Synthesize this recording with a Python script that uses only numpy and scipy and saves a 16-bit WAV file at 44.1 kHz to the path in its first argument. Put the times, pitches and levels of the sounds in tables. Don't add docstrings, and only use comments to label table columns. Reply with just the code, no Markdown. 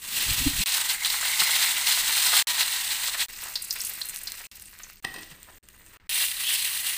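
import sys
import numpy as np
from scipy import signal
from scipy.fft import rfft, irfft, next_fast_len
from scipy.io import wavfile

SR = 44100
rng = np.random.default_rng(int(sys.argv[2]) if len(sys.argv) > 2 else 0)


def unload_audio(sound):
    columns = np.transpose(np.atleast_2d(sound))
    steps = np.round(np.clip(columns, -1, 1) * 32767)
    wavfile.write(sys.argv[1], SR, steps.astype(np.int16))


N = 307377
T = np.arange(N) / SR


def undb(db):
    return 10 ** (np.asarray(db) / 20)


def unit(x):
    return x / np.sqrt(np.mean(x ** 2) + 1e-30)


def add(out, start_s, x):
    i = max(int(start_s * SR), 0)
    out[i:i + len(x)] += x[:max(N - i, 0)]


def colour(x, points):
    size = next_fast_len(len(x) + 2048)
    hz, db = np.transpose(points)
    f = np.maximum(np.fft.rfftfreq(size, 1 / SR), 1)
    gain = undb(np.interp(np.log(f), np.log(hz), db))
    return irfft(rfft(x, size) * gain, size)[:len(x)]


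def resonate(x, hz, width_hz):
    hz = min(hz, SR * .45)
    b, a = signal.iirpeak(hz, hz / min(width_hz, SR / 4), fs=SR)
    return signal.lfilter(b, a, x)


def resonate_twice(x, hz, width_hz):
    return resonate(resonate(x, hz, width_hz), hz, width_hz)


def walk(n, rate_hz):
    place = np.arange(n) * rate_hz / SR
    count = int(place[-1]) + 2
    return np.sqrt(3 / 2) * np.interp(place, np.arange(count), rng.standard_normal(count))


def burst(decay_s):
    t = T[:SR // 10]
    return rng.choice([-1, 1], len(t)) * np.exp(-t / max(decay_s, 1e-4))


def space(x, wet_db, t60_s=0.53, rise_s=0.0056):
    t = T[:SR // 2]
    tail = rng.standard_normal(len(t)) * undb(-60 * t / t60_s) * (1 - np.exp(-t / rise_s))
    tail = colour(tail, [(200, 6), (4000, 0.0), (15000, -3)])
    response = undb(wet_db) * tail / np.linalg.norm(tail)
    response[0] += 1
    return signal.fftconvolve(x, response / np.linalg.norm(response))[:len(x)]


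# freq_hz, width_hz, lift_db
BOWL_MODES = [(980, 44, 3.5), (1623, 180, 2), (1927, 174, 5), (2778.5, 67, 4.5), (3740, 80, 2),
              (4150, 110, 4.5), (4750, 110, 1), (6180, 150, 1.5), (7450, 160, 1), (7950, 340, 3.5),
              (8574.9, 350, 5.5), (14600, 450.64, 7)]


def bowl(x):
    return x + sum((undb(db) - 1) * resonate(x, hz, width) for hz, width, db in BOWL_MODES)


# freq_hz, level_db
BURNER_SPECTRUM = [(12, -35), (20, 8.5), (38, -4), (75, -4), (151, -13.5), (200, -9), (265, -22.5),
                   (321, -17), (500, -26), (650, -36), (1100, -120)]


def burner(level_db=-59):
    return undb(level_db) * unit(colour(rng.standard_normal(N), BURNER_SPECTRUM))


# start_s, length_s, level_db
STEAM_PUFFS = [(0.252, 0.1, -33), (0.369, 0.073, -32.5), (.445, 0.068, -27.5), (0.523, 0.046, -33),
               (0.568, 0.056, -30)]
# start_s, pitch_hz, peak_db, length_s
LOW_BUMPS = [(0.403, 260, -33.5, 0.037), (.456, 277, -16.5, 0.03), (0.486, 281.9, -38, 0.051),
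             (.596, 177, -31.5, 0.022), (1.412, 166, -42.5, 0.023), (5.303, 157.1, -47, 0.04),
             (6.08, 84.5, -47, 0.027)]


def buffets():
    spectrum = [(15, -2), (30, 5.5), (65, -1), (120, -1.0),
                (200, -16), (350, -24.5), (700, -67), (3000, -88)]
    rumble = unit(colour(rng.standard_normal(N), spectrum))
    swell = np.zeros(N)
    for start, length, db in STEAM_PUFFS:
        add(swell, start, undb(db) * np.sin(np.linspace(0, np.pi, int(length * SR))))
    out = swell * rumble
    for start, hz, db, length in LOW_BUMPS:
        n = int(length * SR)
        add(out, start, undb(db) * np.hanning(n) * np.sin(2 * np.pi * hz * T[:n]))
    return out


# start_s, length_s, level_db, centre_hz
SPATULA_SCRAPES = [(2.321, 0.02579, -27.5, 1230), (3.075, 0.024, -42, 1110), (3.136, 0.029, -34.5, 1630),
                   (3.388, 0.15, -49, 1250), (3.75, 0.022, -40.5, 1860), (4.39, 0.038, -47, 1584),
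                   (4.795, 0.014, -45, 1720), (5.037, 0.018, -41, 1080), (5.13, 0.071, -53, 343),
                   (5.218, 0.026, -47.5, 4080), (5.267, 0.092, -59, 3800), (5.47, 0.041, -53.5, 890),
                   (5.875, 0.16, -58.5, 1500)]


def scrapes(wet_db=-9, slips_per_s=1600):
    out = np.zeros(N)
    for start, length, db, hz in SPATULA_SCRAPES:
        n = int(length * SR)
        slips = rng.standard_normal(n) * (rng.random(n) < slips_per_s / SR) * np.hanning(n)
        add(out, start, undb(db) * unit(resonate_twice(slips, hz, hz * 1.326)))
    return space(out, wet_db)


# start_s, level_db (all energy counted over 3 ms), contact_s
PLATE_KNOCKS = [(5.0466, -25, 0.0019), (5.0492, -22, 0.0018), (5.058, -48, 0.013), (5.141, -33, 0.01),
                (5.16, -31.5, 0.0087), (5.183, -33, 0.012), (5.227, -49, 0.0055), (5.312, -39.5, 0.0094)]
# freq_hz, width_hz, level_db
PLATE_MODES = [(163.7, 63, 0.5), (397, 140, -6), (720, 110, -4), (1030, 190, -7), (1894, 96.6, 7.5),
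               (2010, 150, -1), (2605, 66, 4), (2820, 100, -11), (3030, 160, -4.5), (3880, 130, -5),
               (4200, 200, -8.5), (5000, 260, -7), (5830, 250, -11), (8600, 240, -3.5), (13000, 734, -17)]


def knocks(wet_db=-9, grit_db=-5, hard_s=0.0036):
    out = np.zeros(N)
    for start, db, contact in PLATE_KNOCKS:
        push = undb(grit_db) * burst(contact) / np.sqrt(.001 * SR)
        push[0] += np.exp(-contact / hard_s)
        ring = np.zeros(len(push))
        for k, (hz, width, mode_db) in enumerate(PLATE_MODES):
            ring += (-1) ** k * undb(mode_db) * resonate(push, hz, width)
        add(out, start, undb(db) * ring / np.linalg.norm(ring) * np.sqrt(.003 * SR))
    return space(out, wet_db)


# start_s, relative_level_db (before the gain below)
CRUST_TICKS = [(3.3324, -37), (4.161, -25.5), (4.1742, -33), (4.32, -27), (4.5979, -37), (4.622, -38),
               (4.789, -41), (5.141, -39), (5.4303, -39), (5.6874, -41), (5.8636, -46)]


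def ticks(decay_s=0.00062, wet_db=-10, gain_db=10):
    out = np.zeros(N)
    for start, db in CRUST_TICKS:
        crack = resonate(burst(decay_s), 8500, 9200)
        add(out, start, undb(db + gain_db) * crack / np.abs(crack).max())
    return space(bowl(out), wet_db)


def pop(hz, decay_s, width_share, echo_db, crack_db=-17, echo_s=0.0035):
    push = burst(decay_s)
    lag = int(echo_s * SR)
    push[lag:] += undb(echo_db) * burst(0.0056)[:len(push) - lag]
    snap = resonate_twice(push, hz, hz * width_share)
    snap = snap + undb(crack_db) * resonate(push, hz, 9100)
    return snap / np.abs(snap).max()


# time_s, relative_level_db (before the gain below)
DRIP_CRACKLE = [(3.301, -62), (3.42, -39), (3.55, -42), (3.69, -35), (3.85, -32), (3.98, -39),
                (4.11, -36.5), (4.45, -50), (4.901, -51), (4.94, -57)]


def crackle(pops_per_s=130, scatter_db=5.5, low_hz=7000, high_hz=15000, wet_db=-14, gain_db=-2):
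    out = np.zeros(N)
    s, db = np.transpose(DRIP_CRACKLE)
    span_s = s[-1] - s[0]
    for when, pitch, size in rng.random((int(pops_per_s * span_s), 3)):
        snap = pop(low_hz + pitch * (high_hz - low_hz), 0.0037, width_share=0.5, echo_db=-12.5)
        add(out, s[0] + when * span_s, undb(-scatter_db * np.log(size + 0.07)) * snap)
    out = space(bowl(out), wet_db)
    spread = out[(T > s[0]) & (T < s[-1])].std()
    return out / spread * undb(gain_db + np.interp(T, s, db))


# start_s, relative_peak_db (before the gain below), pitch_hz, decay_s
FAT_SPITS = [(1.0474, -13.5, 3780, 0.0027), (1.077, -19, 4110, .003), (1.101, -16.5, 4160, .003),
             (1.403, -12.5, 3800, .003), (2.763, -21, 3627, .003), (2.9054, -19, 4150, .002),
             (3.555, -14.5, 4420, 0.0094), (3.623, -22, 8870, .0033), (3.708, -13, 5150, 0.0027),
             (3.759, -29, 2400, .005), (3.805, -19, 5600, .003), (3.816, -20, 8400, 0.0049),
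             (3.869, -24, 9900, 0.0031), (4.015, -19, 4240, 0.0079), (4.095, -23, 8280, 0.0026),
             (4.271, -21.5, 4650, 0.0098), (4.454, -34, 2730, 0.0022), (4.8335, -30, 6400, 0.0062)]


def spits(wet_db=-11, gain_db=0.5):
    out = np.zeros(N)
    for start, db, hz, decay in FAT_SPITS:
        add(out, start, undb(db + gain_db) * pop(hz, decay, width_share=0.36, echo_db=-8.5))
    return space(bowl(out), wet_db)


# start_s, relative_level_db (before the gain below)
STEAM_PLOPS = [(0.78, -30.5), (1.141, -29), (1.228, -27), (1.253, -31), (1.418, -22.5), (1.493, -28),
               (1.619, -42), (1.974, -29)]


def plops(hz=1250, width_hz=1300, decay_s=0.0059, wet_db=-10, gain_db=6):
    out = np.zeros(N)
    for start, db in STEAM_PLOPS:
        splutter = resonate_twice(burst(decay_s), hz, width_hz)
        add(out, start, undb(db + gain_db) * splutter / np.abs(splutter).max())
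    return space(bowl(out), wet_db)


# start_s, length_s, level_db (before the swell), centre_hz, width_hz
STEAM_JETS = [(0.07, 0.17, -46, 2680, 300), (0.802, 1.3, -35, 2085, 269), (6.409, 0.18, -31, 3120, 800)]


def jets():
    out = np.zeros(N)
    for start, length, db, hz, width in STEAM_JETS:
        n = int(length * SR)
        sputter = rng.standard_normal(n) * undb(3.4 * walk(n, 100))
        steam = unit(resonate_twice(sputter, hz, width))
        add(out, start, undb(db) * steam * np.sin(np.pi * np.arange(n) / n))
    return out


def bubbles(n, rate, scatter_db, ring_s=0.00043):
    when, pitch, life, size, phase = rng.random((int(rate * n / SR), 5)).astype(np.float32).T
    t = T[:96].astype(np.float32)
    hz = 300 + 15700 * pitch
    gain = undb(-scatter_db * np.log(size + 0.01))
    decay = np.exp(-t / (ring_s * (0.42 + life[:, None])))
    tone = np.sin(2 * np.pi * (hz[:, None] * t + phase[:, None]))
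    rings = gain[:, None] * decay * tone
    places = (when * n).astype(int)[:, None] + np.arange(len(t))
    return unit(np.bincount(places.ravel(), rings.ravel(), n)[:n])


# start_s, end_s, bubbles_per_s, size_scatter_db (per e-fold of chance),
# large_bubbles_db, fine_spray_db (both against the middling bubbles)
PASSAGES = [(0, 0.638, 17000, 1, -8, 1.5), (0.659, 2.425, 12900, 0.5, -6.5, 1.5),
            (2.471, 3.261, 14500, 1.5, -6, 1), (3.284, 4.469, 4900, 3, -2, 4),
            (4.514, 5.002, 3600, 4.5, -1.5, 2.5), (5.025, 5.584, 5300, 3.5, -0.5, 4.5),
            (5.628, 5.971, 5300, 4, 1.5, 6), (5.999, 6.072, 9000, 1.5, 8, 1),
            (6.093, 6.981, 14800, 1.5, -7.5, 3.5)]
# freq_hz, level_db
FIRST_FISH_COLOUR = [(200, -11), (550, -19.5), (1000, -12), (1400, -11), (2700, -5), (4100, -6), (5500, -9),
                     (8000, 0.5), (9600, -4.5), (10600, 0.5), (12300, -5), (15500, -1.5)]
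WET_FISH_COLOUR = [(100, -23), (200, -20), (430, -23.5), (620, -17), (900, -7), (1300, -8), (2000, -3),
                   (3900, 2.5), (5800, -4.5), (8400, -3), (9600, -5.5), (10600, -5.5), (12500, -9.5),
                   (15500, -5.5)]
CRISP_FISH_COLOUR = [(150, -11), (550, -13.5), (1000, -9.5), (1900, -4), (2700, 3.5), (3200, 0.5),
                     (4700, 2.5), (6000, 1), (8500, 2), (9600, -6), (12500, 0), (15500, 4.5)]
IDLE_OIL_COLOUR = [(150, -14), (300, -2.5), (750, -11.5), (1800, -5.5), (4000, -15), (5500, -17.5),
                   (6800, -10.5), (8100, -9), (8600, -4), (9300, -11), (11400, -17), (12900, -9),
                   (15500, -7)]
GINGER_COLOUR = [(150, -29), (280, -23.5), (430, -26), (1050, -14), (1400, -14), (1900, -6.5), (2800, -2.5),
                 (4100, -3), (5500, -8), (6800, -6), (8700, -1.5), (10600, 0.5), (12500, -6), (15500, -2)]
# time_s, level_db
FIRST_FISH_BOIL = [(0.005, -45), (0.013, -40.5), (0.199, -25), (0.207, -26), (0.509, -26.5), (0.531, -30),
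                   (0.625, -24)]
MORE_FISH_BOIL = [(0.672, -23), (0.754, -24), (0.874, -29), (0.904, -24.5), (0.972, -36.5), (1.058, -26),
                  (1.204, -28.5), (1.252, -26), (1.364, -27), (1.402, -20), (1.466, -25), (1.524, -20.5),
                  (1.534, -24.5), (1.63, -20), (1.654, -23.5), (1.858, -28), (1.874, -21.5), (2.116, -25),
                  (2.396, -19.5), (2.412, -21)]
ALL_FISH_BOIL = [(2.483, -23.5), (2.573, -26.5), (2.601, -22.5), (2.679, -28), (3.101, -28), (3.109, -32),
                 (3.167, -34), (3.207, -24), (3.231, -28.5), (3.255, -40)]
# time_s, level_db
DYING_BOILS = [
    [(3.29, -41), (3.43, -37.5), (3.62, -45), (3.83, -38), (4.14, -43.5), (4.46, -43.5)],
    [(4.52, -46.5), (4.73, -52.5), (4.9, -50), (4.95, -57)],
    [(5.07, -51.5), (5.23, -47.5), (5.38, -53.5), (5.58, -52)],
    [(5.635, -58), (5.965, -53)],
    [(6.005, -66), (6.06, -67)],
]
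# time_s, level_db
GINGER_BOIL_CURVE = [(6.1, -26), (6.23, -23.5), (6.36, -33), (6.41, -29), (6.46, -31), (6.49, -24.5),
                     (6.7, -28), (6.74, -27.5), (6.84, -33.5), (6.87, -25.5), (6.96, -31)]
BOIL_SWINGS = (0.86, 1.11, 0.84)


def lowpass(x, hz):
    return signal.sosfiltfilt(signal.butter(6, hz, fs=SR, output="sos"), x)


def sizzle(hiss_db=-6, surge_db=1.63, flutter_db=1.08, churn_db=0.94, wet_db=-11):
    out = np.zeros(N)
    foods = [FIRST_FISH_COLOUR, WET_FISH_COLOUR, WET_FISH_COLOUR, CRISP_FISH_COLOUR, CRISP_FISH_COLOUR,
             IDLE_OIL_COLOUR, IDLE_OIL_COLOUR, CRISP_FISH_COLOUR, GINGER_COLOUR]
    boils = [FIRST_FISH_BOIL, MORE_FISH_BOIL, ALL_FISH_BOIL, *DYING_BOILS, GINGER_BOIL_CURVE]
    for passage, boil, food in zip(PASSAGES, boils, foods):
        start, end, rate, scatter_db, large_db, spray_db = passage
        n = int((end - start + .02) * SR)
        oil = bubbles(n, rate, scatter_db) + undb(hiss_db) * rng.standard_normal(n)
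        surging = oil * undb(surge_db * walk(n, 90))
        oil = colour(bowl(space(surging, wet_db)), food)

        large = lowpass(oil, 2400)
        below_spray = lowpass(oil, 6000)
        churning = large * undb(churn_db * walk(n, 39.6))
        fluttering = (below_spray - large) * undb(flutter_db * walk(n, 120))
        layers = (churning, fluttering, oil - below_spray)

        shares = undb([large_db, 0, spray_db])
        shares = shares / np.linalg.norm(shares)
        db = np.interp(start + T[:n], *np.transpose(boil))
        for layer, share, swing in zip(layers, shares, BOIL_SWINGS):
            level = undb(db.mean() + swing * (db - db.mean()))
            add(out, start, share * unit(layer) * level)
    return out


def scene():
    frying = sizzle() + jets() + plops() + spits() + crackle() + ticks()
    mono = frying + scrapes() + knocks() + buffets() + burner()
    return np.array([mono, mono])


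def record(dry, gap_db=-40, edge_db=-20, top_hz=15500):
    live = sum((T >= start) & (T < end) for start, end, *_ in PASSAGES) > 0
    edges = signal.filtfilt([1 / (0.0019 * SR)], [1, -np.exp(-1 / (0.0021 * SR))], live * 1.)
    gate = np.maximum(live, undb(edge_db) * edges + undb(gap_db))
    return signal.sosfilt(signal.ellip(12, .2, 75, top_hz, fs=SR, output="sos"), dry * gate)


dry = scene()
out = record(dry)
unload_audio(out)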